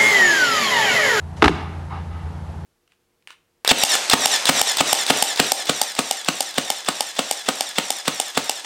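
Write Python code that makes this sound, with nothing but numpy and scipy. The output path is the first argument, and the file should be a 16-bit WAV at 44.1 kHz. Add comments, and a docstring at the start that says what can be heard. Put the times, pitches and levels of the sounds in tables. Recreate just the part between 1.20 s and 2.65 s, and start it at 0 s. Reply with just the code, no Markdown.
"""Two bighorn rams butt heads in a dry meadow: five horn contacts within 60 ms, each a snap, a ring
and a splintering crack. Locked ridges grind, skulls knock, bodies thump, hooves brush dry grass.
Scrub scatters the clash and far slopes throw it back, over a light breeze and a distant idling
engine. The crack overloads the microphone."""
import sys
import numpy as np
from scipy import signal
from scipy.fft import rfft, irfft
from scipy.io import wavfile
from scipy.ndimage import uniform_filter1d

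SR = 44100
rng = np.random.default_rng(int(sys.argv[2]) if len(sys.argv) > 2 else 0)


def to_wav(s):
    """Save 16-bit WAV."""
    ch = np.atleast_2d(s).T  # columns
    pcm = np.round(np.clip(ch, -1, 1) * 32767)  # PCM
    wavfile.write(sys.argv[1], SR, pcm.astype(np.int16))


N = 63945

# engine harmonics: multiple of rotation rate, level/dB
ENGINE_LINES = [(2, -50), (3, -33), (5, -41), (6, -43)]
# engine rumble: f/Hz, level/dB
RUMBLE_SPECTRUM = [(20, -40), (35, -22), (50, -23), (72, 1.5), (90, -12), (110, -14.5), (140, -12),
                   (175, -13), (210, -16.5), (300, -32), (600, -55)]
# moving air: f/Hz, level/dB
BREEZE_SPECTRUM = [(100, -13), (220, -2.5), (320, -1), (560, -4.5), (900, 1), (1100, -8), (1600, -11),
                   (2300, -19), (4000, -23.5), (7000, -31), (11500, -40.5)]
# breeze strength: t/s, level/dB
BREEZE_LEVELS = [(0, -45.5), (.6, -41.5), (.88, -44.5), (1.08, -41.5), (1.45, -43)]
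# hooves in grass: t/s, level/dB, attack/s, decay/s
HOOF_RUSTLES = [(.158, -43, .016, 0.12), (0.234, -28.5, 0.011, 0.036)]
# dry stalks: f/Hz, level/dB
GRASS_SPECTRUM = [(300, 13), (1500, 2.5), (3500, 0.5), (7000, -5), (11500, -16.5)]
# splintering and grinding horn: f/Hz, level/dB
SPLINTER_SPECTRUM = [(200, -30), (540, -35), (680, 5), (1100, 3.5), (2200, -5), (3500, -6.5), (4700, -16),
                     (6000, -20), (7000, -26), (11500, -35)]
# horn contacts: t/s, snap/dB, snap end f/Hz, snap decay/s, relative ring/dB, splinter/dB, splinter decay/s
HORN_CONTACTS = [(0.2225, 2.5, 867, 0.0025, -2, -12.5, 0.0026),
                 (0.2254, -7.5, 1080, 0.00033, -4, -6.5, 0.0036),
                 (0.2419, 1, 1176, 0.001, -3.5, -6.5, 0.0067),
                 (0.2574, -8, 2370, 0.00072, -9.5, -9.5, 0.0035),
                 (.2801, -1, 1525, 0.00096, -8.5, -9.5, 0.0031)]
# horn modes before pitch ratio: f/Hz, level/dB, t60/s
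HORN_MODES = [(719, -7, 0.035), (862, -6.5, 0.036), (908, 1, 0.029), (1115, -13.5, 0.028),
              (1396, -7, 0.022), (1670, 2, 0.016), (2150, -7.5, 0.018), (2343, -8.5, 0.013),
              (2890, -18, 0.017), (3510, -11.5, 0.025), (3630, -21, 0.028), (4860, -44, 0.016)]
# blows reaching the skulls: t/s, relative level/dB, pitch ratio
SKULL_BLOWS = [(0.2256, 1, 1.1), (0.2414, -3.5, 1.0), (.2610, -5.5, .92), (.2790, -16, 1.0),
               (0.2938, -7.5, 0.946)]
# skull modes before pitch ratio: f/Hz, level/dB, t60/s
SKULL_MODES = [(168.7, -19.5, 0.27), (258, -15.5, 0.077), (315.8, 0.5, 0.065), (379.4, -1, 0.06),
               (417, -7, 0.051)]
# chest thump, then its rebound: t/s, level/dB
BODY_THUMPS = [(.268, -14.5), (0.317, -28)]
# notch from the ground reflection: f/Hz, gain/dB
GROUND_EQ = [(440, 1.5), (500, -4.5), (560, -7), (630, 1), (700, 0.5), (6000, 0), (11000, 2.5)]
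# returns from scrub and slopes: delay/s, level/dB, attack/s, decay/s, low edge/Hz, high edge/Hz
ECHO_PATHS = [(.012, -12.5, 0.011, 0.045, 130, 376), (0.013, -17.5, 0.091, 0.061, 295, 4560),
              (.14, -23.5, .025, 0.13, 297, 2900), (.478, -20.5, 0.019, 0.013, 607, 1210),
              (.47, -28, 0.013, 0.08, 400, 4100), (.67, -30, 0.016, 0.15, 692, 3280)]
# colour of all returns: f/Hz, gain/dB
ECHO_EQ = [(60, -15), (170, 10.5), (310, 1), (450, -1.5), (680, 0.5), (950, 3), (1600, 0), (2600, 1.5),
           (4000, 3.5), (11000, 17)]


def undb(db):
    """Decibels to gain."""
    return 10 ** (np.asarray(db) / 20)


def times():
    """Sample times in s."""
    return np.arange(N) / SR


def unit_rms(x):
    """Scale to rms 1."""
    return x / np.sqrt(np.mean(x ** 2))


def colour(x, spectrum):
    """Filter by (f/Hz, gain/dB) points."""
    hz, db = np.array(spectrum, float).T
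    bins_hz = np.maximum(np.arange(N + 1) * SR / (2 * N), 1)
    gain = undb(np.interp(np.log(bins_hz), np.log(hz), db))
    return irfft(rfft(x, 2 * N) * gain)[:N]


def noise(spectrum):
    """Coloured noise, rms 1."""
    return unit_rms(colour(rng.standard_normal(N), spectrum))


def wander(rate_hz):
    """Smooth random curve, spread near 1."""
    step = max(int(SR / rate_hz), 1)
    return uniform_filter1d(np.repeat(rng.standard_normal(N // step + 1), step), step)[:N]


def envelope(start_s, attack_s, decay_s, hold_s=0):
    """Linear rise, hold, exponential fall."""
    age_s = times() - start_s
    return np.clip(age_s / attack_s, 0, 1) * np.exp(-np.maximum(age_s - attack_s - hold_s, 0) / decay_s)


def engine(rotation_hz=28.335):
    """Distant idle: wavering harmonics in a low rumble."""
    turns = np.cumsum(rotation_hz * (1 + 0.0074 * wander(9.02))) / SR
    lines = 0
    for multiple, db in ENGINE_LINES:
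        amplitude = np.sqrt(2) * undb(db + 0.84 * wander(11.37))
        lines += amplitude * np.sin(2 * np.pi * (multiple * turns + rng.random()))
    return lines + undb(-36.5) * noise(RUMBLE_SPECTRUM)


def breeze():
    """Soft air over the meadow, swelling and easing."""
    at_s, db = np.array(BREEZE_LEVELS).T
    return noise(BREEZE_SPECTRUM) * undb(np.interp(times(), at_s, db) + 0.51 * wander(18.1))


def grass():
    """Hooves brush through dry stalks."""
    swish = sum(undb(db) * envelope(start_s, attack_s, decay_s)
                for start_s, db, attack_s, decay_s in HOOF_RUSTLES)
    return swish * noise(GRASS_SPECTRUM) * undb(3.1 * wander(600))


def horn_grind():
    """Ridges rub while the horns are locked."""
    locked = envelope(start_s=0.215, attack_s=0.0092, decay_s=0.01, hold_s=0.065)
    return undb(-24.5) * noise(SPLINTER_SPECTRUM) * undb(2.5 * wander(500)) * locked


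def snap(start_s, end_hz, decay_s, start_hz=3000, fall_s=0.00069):
    """Bending waves cross the horn treble first: a falling chirp."""
    age_s = np.maximum(times() - start_s, 0)
    cycles = end_hz * age_s + (start_hz - end_hz) * fall_s * (1 - np.exp(-age_s / fall_s))
    return np.sin(2 * np.pi * cycles) * envelope(start_s, attack_s=0.00031, decay_s=decay_s)


def ring(start_s, modes, pitch_ratio, contact_s):
    """Damped modes that build up over the contact time."""
    age_s = np.maximum(times() - start_s, 0)
    swing = sum(undb(db - 60 * age_s / t60_s) * np.sin(2 * np.pi * hz * pitch_ratio * age_s)
                for hz, db, t60_s in modes)
    return swing * np.minimum(age_s / contact_s, 1)


def horn_clacks():
    """Each contact snaps, rings the horns and splinters."""
    clacks = np.zeros(N)
    for start_s, snap_db, end_hz, snap_decay_s, ring_db, splinter_db, splinter_decay_s in HORN_CONTACTS:
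        clacks += undb(snap_db) * snap(start_s, end_hz, snap_decay_s)
        clacks += undb(ring_db - 3.5) * ring(start_s, HORN_MODES, pitch_ratio=0.95, contact_s=0.0012)
        burst = envelope(start_s, attack_s=0.0012, decay_s=splinter_decay_s)
        clacks += undb(splinter_db) * noise(SPLINTER_SPECTRUM) * burst
    return clacks


def skull_knocks():
    """Blows ring the low, hollow skull modes."""
    return sum(undb(db - 4) * ring(start_s, SKULL_MODES, pitch_ratio, contact_s=0.0025)
               for start_s, db, pitch_ratio in SKULL_BLOWS)


def body_thumps(pitch_hz=71.2, width_s=0.01):
    """Chests take the shock, then rebound: deep, soft pulses."""
    thumps = np.zeros(N)
    for peak_s, db in BODY_THUMPS:
        offset_s = times() - peak_s
        pulse = np.exp(-0.5 * (offset_s / width_s) ** 2)
        thumps += undb(db) * np.cos(2 * np.pi * pitch_hz * offset_s) * pulse
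    return thumps


def echoes(clash):
    """Scrub and slopes return the clash, band-limited and smeared."""
    response = np.zeros(N)
    for delay_s, db, attack_s, decay_s, low_hz, high_hz in ECHO_PATHS:
        band = signal.butter(2, [low_hz, high_hz], "bandpass", fs=SR, output="sos")
        scatter = signal.sosfilt(band, rng.standard_normal(N))
        response += undb(db) * scatter * unit_rms(envelope(delay_s, attack_s, decay_s)) / np.sqrt(N)
    return colour(signal.fftconvolve(clash, response)[:N], ECHO_EQ)


def scene():
    """Open field, clash and soft-limited echoes; mono."""
    clash = colour(horn_grind() + horn_clacks() + skull_knocks() + body_thumps(), GROUND_EQ)
    return (clash + echoes(np.tanh(clash)) + grass() + engine() + breeze())[None, :]


def record(dry, cutoff_hz=11700):
    """The microphone rounds off peaks and cuts the top."""
    clipped = dry / (1 + dry ** 4) ** (1 / 4)
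    lowpass = signal.cheby1(12, 0.1, cutoff_hz, fs=SR, output="sos")
    return signal.sosfilt(lowpass, clipped)


dry = scene()
out = record(dry)
to_wav(out)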